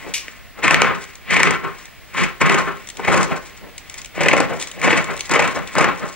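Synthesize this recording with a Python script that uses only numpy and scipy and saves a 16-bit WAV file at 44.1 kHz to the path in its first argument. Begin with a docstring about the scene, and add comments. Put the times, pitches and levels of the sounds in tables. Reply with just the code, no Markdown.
"""Large shears cut cloth that lies on a wooden table in a quiet room. Threads part in a dense crunch,
the blades stick and slip, and steel, handles and table top ring with it. The tips snip shut once;
between strokes cloth slides, the lower blade rubs the table, and paper and pivot tick. A small two-port
microphone hears the table's bass in opposite phase and overloads on the hardest slips."""
import sys
import numpy as np
from scipy import signal
from scipy.fft import rfft, irfft, next_fast_len
from scipy.io import wavfile
from scipy.ndimage import map_coordinates

SR = 44100
rng = np.random.default_rng(int(sys.argv[2]) if len(sys.argv) > 2 else 0)


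def to_wav(sig):
    """Store sig (one row per channel, or 1-D mono) as 16-bit WAV at the path in sys.argv[1].

    Samples outside -1..1 are clipped; the rate is SR.
    """
    pcm = np.clip(np.atleast_2d(sig), -1, 1) * 32767
    pcm = np.round(pcm).astype(np.int16)
    wavfile.write(sys.argv[1], SR, pcm.T)  # frames by channels


N = 271426

# cloth sliding on the blades: (time [s], level [dB], fizz above that level [dB])
CLOTH_SLIDE = [(0, -37, -10.5), (.12, -40, -9), (.3, -43, -8), (.55, -56, -10), (1.05, -39.5, -4),
               (1.24, -52, -21), (1.8, -42, -7.5), (2.05, -54, -8), (2.8, -40.5, -11), (2.96, -56, 4),
               (3.5, -43, -3), (3.75, -54, -20), (4.0, -40, 1), (4.1, -59, -25), (4.63, -35, 0.5),
               (4.76, -43.5, -5), (5.2, -39.5, -2), (5.7, -36, -9.5), (6.15, -41.5, -1)]
# resonances of the steel blades: (frequency [Hz], width [Hz], level [dB])
BLADE_MODES = [(1588, 17, -0.5), (1830, 45, 5), (1973, 91, 4.5), (2082, 113, 5.5), (2250, 107, 7),
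               (2441, 75, 3), (2627, 74, -1.5), (2890, 110, -9), (3380, 2800, -8.5)]


def amp(db):
    return 10 ** (np.asarray(db) / 20)


def unit_rms(x):
    return x / np.sqrt(np.mean(x ** 2) + 1e-20)


def along(points, hz):
    """Read a curve of (frequency, value) points on a log frequency axis."""
    f, v = np.transpose(points)
    return np.interp(np.log(hz + 1), np.log(f + 1), v)


def wobble(rate):
    """A smooth random curve with `rate` knots a second."""
    return map_coordinates(rng.standard_normal(int(N * rate / SR) + 4), [np.arange(N) * rate / SR])


def filtered(x, response):
    """Shape x with a complex frequency response."""
    size = next_fast_len(N + SR // 2)
    return irfft(rfft(x, size) * response(np.fft.rfftfreq(size, 1 / SR)), size)[..., :N]


def ring(force, modes, low_hz, high_hz):
    """Drive resonances that radiate between two band edges; white noise keeps its level."""
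    def response(f):
        h = sum(amp(db) * 1j * f * width / (hz * hz - f * f + 1j * f * width) for hz, width, db in modes)
        h = h * (1j * f / (low_hz + 1j * f)) ** 3 / (1 + 1.2j * f / high_hz - (f / high_hz) ** 2) ** 2
        return h / np.sqrt(np.mean(abs(h) ** 2))
    return filtered(force, response)


def room_tone():
    """Soft hiss and rumble, and two thin electrical tones."""
    # colour of the noise: (frequency [Hz], relative density [dB])
    colour = [(15, -37), (25, -2), (54, 0.5), (75, -3), (128, -6), (231, -8.5), (450, -13), (709, -9),
              (952, -16), (1120, -14), (2180, -8), (6200, -24.5), (15000, -31)]
    # its stereo width: (frequency [Hz], side above mid [dB])
    width = [(60, 9), (200, -1), (700, -4), (2400, -13), (4400, -1), (8000, 3), (15000, -6.5)]
    # steady electrical whine: (frequency [Hz], rms level [dB])
    tones = [(11719, -70), (15625, -58)]
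    mid, side = filtered(rng.standard_normal((2, N)),
                         lambda f: unit_rms(amp(along(colour, f))) * [f ** 0, amp(along(width, f))])
    whine = sum(amp(db) * np.sqrt(2) * np.sin(2 * np.pi * hz * np.arange(N) / SR) for hz, db in tones)
    return amp(-46.5 + 1.6 * wobble(1.5)) * np.array([mid + side, mid - side]) + whine


def friction_levels():
    """Sliding, strokes and rubs add their power: blade dB, then handles, table and fizz relative to it."""
    # closing strokes: (bite [s], rise [s], length [s], blades [dB], handles [dB], table [dB], fizz [dB],
    # growth of handles and table as the cut runs out to the tips [dB/s])
    strokes = [(0.636, 0.029, .27, -16, -0.5, -7, -21.5, 27),
               (1.312, 0.076, 0.21, -15, -3.5, -7.5, -18, 39),
               (2.182, 0.086, 0.051, -17, -3.5, -8.5, -16, 44),
               (2.408, 0.013, 0.18, -16.5, 0.5, -4, -16.5, 16),
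               (3.075, 0.01, 0.13, -18.5, 3, 1.5, -10.5, 5), (4.202, 0.09, 0.23, -19, -3, -2.5, -16.5, 17),
               (4.842, 0.07, 0.14, -16, -1.5, -6, -14.5, 19), (5.307, 0.033, .16, -18, -0.5, -5, -18.5, 15),
               (5.767, 0.042, 0.12, -18.5, 1.5, -1.5, -18.5, 4.6)]
    # the lower blade rubs the table as the shears open or move up:
    # (peak time [s], blades [dB], handles [dB], table [dB])
    rubs = [(0.06, -43, 3, 11.5), (0.587, -36.5, -0.5, 0), (1.648, -27.5, 5, 1), (2.68, -27, 5, 1.5),
            (2.993, -37.5, 0, 4), (3.04, -24.5, -4, -11), (3.317, -24.5, 2.5, 2.5), (3.639, -45.5, 0.5, 9),
            (4.512, -28, 1.5, 5.5), (4.778, -37, -14, 2.5), (5.095, -25, 1.5, -1), (5.568, -26.5, 2, 2.5),
            (6.029, -29.5, 2.5, 2)]
    bite_db, sag_db_per_s, release_db_per_s = 35, 16.5, 200
    rub_rise_db_per_s, rub_fall_db_per_s, rub_hold_s, rub_fizz_db = 453, 213, 0.0085, -17
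    t = np.arange(N) / SR
    times, slide_db, hiss_db = np.transpose(CLOTH_SLIDE)
    colour_db = [0 * t, np.full(N, -5), np.full(N, -14), np.interp(t, times, hiss_db)]
    power = amp(np.interp(t, times, slide_db) + colour_db) ** 2
    for at, rise, length, db, handle_db, table_db, fizz_db, growth in strokes:
        run_s = np.clip(t - at, 0, length)
        attack_db = bite_db * (at - t).clip(0) / rise
        decay_db = sag_db_per_s * run_s + release_db_per_s * (t - at - length).clip(0)
        body_db = growth * (run_s - length / 2)
        colour_db = [0 * t, handle_db + body_db, table_db + body_db, np.full(N, fizz_db)]
        power += amp(db - attack_db - decay_db + colour_db) ** 2
    for at, db, handle_db, table_db in rubs:
        fade_db = np.maximum(rub_rise_db_per_s * (at - t), rub_fall_db_per_s * (t - at - rub_hold_s))
        power += amp(db - fade_db.clip(0) + [[0], [handle_db], [table_db], [rub_fizz_db]]) ** 2
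    cut_db, *parts_db = 10 * np.log10(power)
    return cut_db, *(parts_db - cut_db)


def grit(snaps_per_s, spread_db, snap_share):
    """Random snaps of uneven size on a bed of rubbing noise; rms 1."""
    size_db = spread_db * np.clip(rng.standard_normal(N), -2, 2)
    snaps = (rng.random(N) < snaps_per_s / SR) * amp(size_db) * rng.choice([-1, 1], N)
    return np.sqrt(snap_share) * unit_rms(snaps) + np.sqrt(1 - snap_share) * rng.standard_normal(N)


def fizz(force):
    """The broad treble of snapping fibres."""
    # colour of a snap: (frequency [Hz], relative density [dB])
    colour = [(2500, -9), (3500, 4.5), (4500, 2), (5500, 5.5), (7500, 6.5), (9000, -1), (10500, -11.5),
              (14000, -28), (17000, -49)]
    return filtered(force, lambda f: unit_rms(amp(along(colour, f))))


def table_top(force):
    """The wood rings under the shears; as they travel across it, other modes answer."""
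    # resonances of the top: (frequency [Hz], width [Hz], level [dB])
    wood_modes = [(294.6, 11.6, 3), (324, 107, 8), (398, 14.3, 8.5), (471.4, 37.6, 7.5), (521.4, 15, 3.5),
                  (572, 33, 1.5), (683, 320, -3.5), (787, 16, -4)]
    # the changing balance: (time [s], middle band above the rest [dB])
    travel = [(0.7, 0), (1.5, 6), (2.5, 4), (3.1, 1.5), (4.3, -3.5), (5.9, -2.5)]
    middle_hz, width_hz = 395, 50
    tilt = amp(np.interp(np.arange(N) / SR, *np.transpose(travel)) / 2)
    middle = lambda f: np.exp(-((f - middle_hz) / width_hz) ** 2)
    push = filtered(force * tilt, middle) + filtered(force / tilt, lambda f: 1 - middle(f))
    return ring(push, wood_modes, low_hz=229, high_hz=974)


def table_boom():
    """The top flexes under the lower blade; most of this bass reaches the ports in opposite phase."""
    # bending modes of the whole top: (frequency [Hz], width [Hz], level [dB])
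    flex_modes = [(45, 40, -13), (90, 35, -12), (155, 22, 0), (178, 22, -3), (220, 40, -14), (385, 18, -9)]
    cut_db, _, table_db, _ = friction_levels()
    weight = amp(1.05 * cut_db + 0.7 * table_db + 3)
    shake, air = ring(weight * rng.standard_normal((2, N)), flex_modes, low_hz=15, high_hz=430)
    return shake * [[1], [-1]] + amp(-17.5) * air


def snip():
    """The tips shut and scrape past each other: sudden, steely, dying away."""
    # resonances of the tips: (frequency [Hz], width [Hz], level [dB])
    tip_modes = [(2440, 280, 8.5), (2820, 300, 1), (3560, 900, -4), (5300, 2300, -3.5), (7260, 1900, -28)]
    at_s, level_db, attack_s, t60_s = 0.1375, -16.5, 0.00079, 0.24
    t = np.clip(np.arange(N) / SR - at_s, 0, 1)
    envelope = amp(level_db - 60 * t / t60_s) * (1 - np.exp(-t / attack_s))
    scrape = envelope * grit(snaps_per_s=460, spread_db=16, snap_share=0.19)
    return ring(scrape, tip_modes, low_hz=1500, high_hz=9900)


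def scrapes(times, levels_db, t60_s, kick, rise_share):
    """A scrape that swells, kicks and dies at each time; one row of force for each row of levels."""
    t, t60 = np.arange(SR // 10) / SR, t60_s[:, None]
    swell = amp(-60 * t / t60) * (1 - np.exp(-t / (rise_share * t60)))
    bursts = rng.standard_normal((len(times), len(t))) * swell / swell.max(1, keepdims=True)
    bursts[:, SR // 1000] = kick
    force = np.zeros((len(levels_db), N + SR))
    for at, gains, burst in zip(times, amp(levels_db).T, bursts):
        start = round(at * SR)
        force[:, start:start + len(t)] += np.outer(gains, burst)
    return force[:, :N]


def slips():
    """The blades slip through a bunch of threads: short slips jolt, longer ones drag."""
    # (time [s], blades [dB], then relative to the blades: handles [dB], table [dB], snap [dB]; t60 [s])
    hits = [(0.2812, -21.5, -30, -8, -19, 0.01), (0.6319, -24, -8, 1.5, -24, 0.053),
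            (0.6415, -7, -1, -5.5, -14.5, 0.053), (0.6788, -3, -4.5, -28, -15, 0.016),
            (0.7065, -5, -16, -3, -20, 0.019), (0.7088, -4.5, -15, -26, -10.5, 0.011),
            (0.7434, 3, -34, -15, -15.5, 0.01), (0.818, 1, -4, -8, -12.5, 0.01),
            (0.8425, -14, 7, 5, -36, 0.028), (1.305, -14.5, -14, -7, -9, 0.028),
            (1.325, -11.5, 2, -21, -19, 0.037), (1.3404, -9, -30, -15, -9, 0.027),
            (1.3634, -3.5, -30, -10, -25, .028), (1.4005, -5.5, -34, -4, -18, 0.024),
            (1.4312, 0.5, -4.5, -32, -9, .011), (1.4699, -6.5, -25, -5.5, -23, 0.038),
            (1.5068, -10.5, -15, -6, -6, 0.019), (2.1453, -21.5, 1, -3, -23, 0.02),
            (2.175, -14, -19, -5, -27, 0.016), (2.2319, -12, -24, -6, -8.5, 0.053),
            (2.4113, -9.5, -3, 2.5, -9, 0.041), (2.461, -8, -13, -13, -15, 0.029),
            (2.4954, -2.5, -19, -2.5, -14.5, 0.02), (2.5433, -7.5, -10, 4, -8, 0.022),
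            (2.9934, -27, 5.5, 10, -24, 0.033), (3.0476, -12.5, -9, -6, -17, 0.021),
            (3.0779, -9.5, -8, 4, -18, 0.031), (3.099, -18, -10, 4, -14, 0.034),
            (3.1421, -10, -19, 0, -9, 0.026), (3.1724, -12.5, -2, -4, -5, 0.036),
            (3.229, -15, -14, -5, 0.5, .02), (4.1777, -29, -13, 10.5, -11, 0.018),
            (4.2061, -9.5, -4, 0, -11, 0.049), (4.2325, -13.5, -7, -3.5, -3, 0.022),
            (4.2572, -6.5, -4, -2.5, -19, 0.04), (4.2838, 2, -17, -24, -13.5, 0.017),
            (4.3122, -5, -18, -11, -31, 0.031), (4.3297, -5.5, -0.5, 1.5, -13, 0.033),
            (4.3652, -9, -1, 0, -12, 0.024), (4.3747, -10.5, -2, -5, -11, 0.04),
            (4.4015, -9, -3, 4.5, -4.5, 0.023), (4.815, -14, -20, -25, -11, 0.016),
            (4.8414, -10, -18, -6, -8.5, 0.058), (4.8736, -9, -18, 2.5, -19, 0.04),
            (4.903, -4.5, -13, -4.5, -29, .026), (4.927, -6, -17, -0.5, -22, 0.03),
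            (4.9757, -10, -15, -9, -8, 0.018), (5.294, -20, 0, -4, -1, 0.017),
            (5.3112, -16, 2, 2.5, 2, 0.036), (5.3364, -10, -5, 3.5, -6, 0.028),
            (5.356, -10.5, -18, 1.5, -17, 0.054), (5.3914, -2, -22, -6.5, -17, 0.034),
            (5.4213, -9, -14, -7, -15, 0.031), (5.7521, -20, 6, 5, -1, 0.017),
            (5.7817, -7.5, -5, -1, -6, .028), (5.8074, -9.5, -1, 0.5, -10.5, 0.035),
            (5.8424, -7, 4.5, -4, -11.5, .023)]
    at, db, handle_db, table_db, snap_db, t60 = np.transpose(hits)
    crest_db = 6  # the scrape sits this far under the listed level
    levels_db = db - crest_db + np.array([0 * db, handle_db, table_db, snap_db])
    return scrapes(at, levels_db, t60, kick=8.2 * (0.013 / t60) ** 1.38, rise_share=0.11)


def cutting():
    """Parting threads and slips drive blades, handles, table top and air alike."""
    # resonances of the handles: (frequency [Hz], width [Hz], level [dB])
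    handle_modes = [(1087, 27, 6), (1176, 26, -3), (1241.7, 93, 2), (1348, 19, 3), (1457, 135, -0.5)]
    cut_db, handle_db, table_db, fizz_db = friction_levels()
    stick = np.clip(wobble(65), -2, 2)  # the blades bite in lumps
    crunch = unit_rms(amp(1.33 * stick) * grit(snaps_per_s=900, spread_db=2, snap_share=0.31))
    crackle = unit_rms(amp(6 * stick) * grit(snaps_per_s=700, spread_db=4, snap_share=0.45))
    bed_db = cut_db + [np.full(N, -2.5), handle_db - 2, table_db - 3.5, fizz_db - 0.3]
    on_blades, on_handles, on_table, on_air = amp(bed_db) * [crunch, crunch, crunch, crackle] + slips()
    blades = ring(on_blades, BLADE_MODES, low_hz=1160, high_hz=2950)
    handles = ring(on_handles, handle_modes, low_hz=640, high_hz=1745)
    return blades + handles + table_top(on_table) + fizz(on_air)


def ticks():
    """Bright snaps with a little blade ring; faint ones fall at random while cloth slides."""
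    # ticks of paper and pivot: (time [s], level [dB])
    cues = [(1.039, -36), (1.1535, -34.5), (1.8545, -35.5), (2.8719, -33.5), (2.8878, -29), (2.9, -27.5),
            (2.9698, -30.5), (3.7793, -27.5), (3.897, -31.5), (3.941, -30.5), (4.016, -31), (4.0462, -29.5),
            (4.0576, -32), (4.598, -26), (4.6127, -24.5), (4.6242, -21.5), (4.6714, -27), (4.7142, -28),
            (5.0234, -36), (5.042, -27), (5.166, -32), (5.1753, -30), (5.1924, -28), (5.2067, -18.5),
            (5.2542, -31.5), (5.476, -24), (5.5884, -34), (5.674, -27.5), (5.9753, -39)]
    faint_per_s, ring_db = 5.5, -6
    when, softness = rng.random((round(faint_per_s * N / SR), 2)).T
    faint_s = when * N / SR
    slide_s, slide_db, _ = np.transpose(CLOTH_SLIDE)
    faint_db = np.interp(faint_s, slide_s, slide_db) - 1 - 10 * softness
    at, db = np.hstack([np.transpose(cues), [faint_s, faint_db]])
    snap, steel = scrapes(at, [db, db + ring_db], t60_s=np.full(len(at), 0.015), kick=4.5, rise_share=0.19)
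    return fizz(snap) + ring(steel, BLADE_MODES, low_hz=2000, high_hz=5170)


def mic_ports(x):
    """One source at two ports: level and phase part by frequency, half on each side."""
    # (frequency [Hz], left phase lead [rad])
    lead = [(230, -2.6), (340, -.7), (550, -.1), (2000, .3), (3500, .6), (5500, 2.3), (11000, 2.1),
            (14000, .8)]
    # (frequency [Hz], left above right [dB])
    lean = [(300, 3), (1000, 3), (3000, 2.2), (5000, 2.5), (8000, 6), (13000, 1.5)]
    left = lambda f: amp(along(lean, f) / 2) * np.exp(0.5j * along(lead, f))
    return filtered(x, lambda f: np.array([left(f), 1 / left(f)]))


def room_reverb(x):
    """Each frequency of the room's answer dies at its own speed; each port hears its own tail."""
    # reverb send: (frequency [Hz], level [dB])
    send = [(150, -24), (400, -13), (1000, -12), (2500, -15), (4500, -11), (10000, -14)]
    # decay between the walls: (frequency [Hz], t60 [s])
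    decay = [(100, 0.97), (1000, 0.26), (4000, 0.33), (12000, 0.048)]
    hz, t, noise = signal.stft(rng.standard_normal((2, SR // 2)), SR, nperseg=256)
    _, tail = signal.istft(noise * amp(-60 * t / along(decay, hz)[:, None]), SR, nperseg=256)
    feed = np.pad(filtered(x, lambda f: amp(along(send, f))), (200, 0))  # 4.5 ms pre-delay
    return signal.fftconvolve(feed[None], tail / np.linalg.norm(tail[0]), axes=1)[:, :N]


def scene():
    """The shears, close and in the room, over the table's bass and the room tone."""
    shears = cutting() + ticks() + snip()
    return mic_ports(shears) + room_reverb(shears) + table_boom() + room_tone()


def record(dry):
    """The input stage overloads at full scale; nothing passes above the band limit."""
    knee, top_hz = 12, 16390
    clipped = dry / (1 + abs(dry) ** knee) ** (1 / knee)
    return filtered(clipped, lambda hz: hz < top_hz)


dry = scene()
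out = record(dry)
to_wav(out)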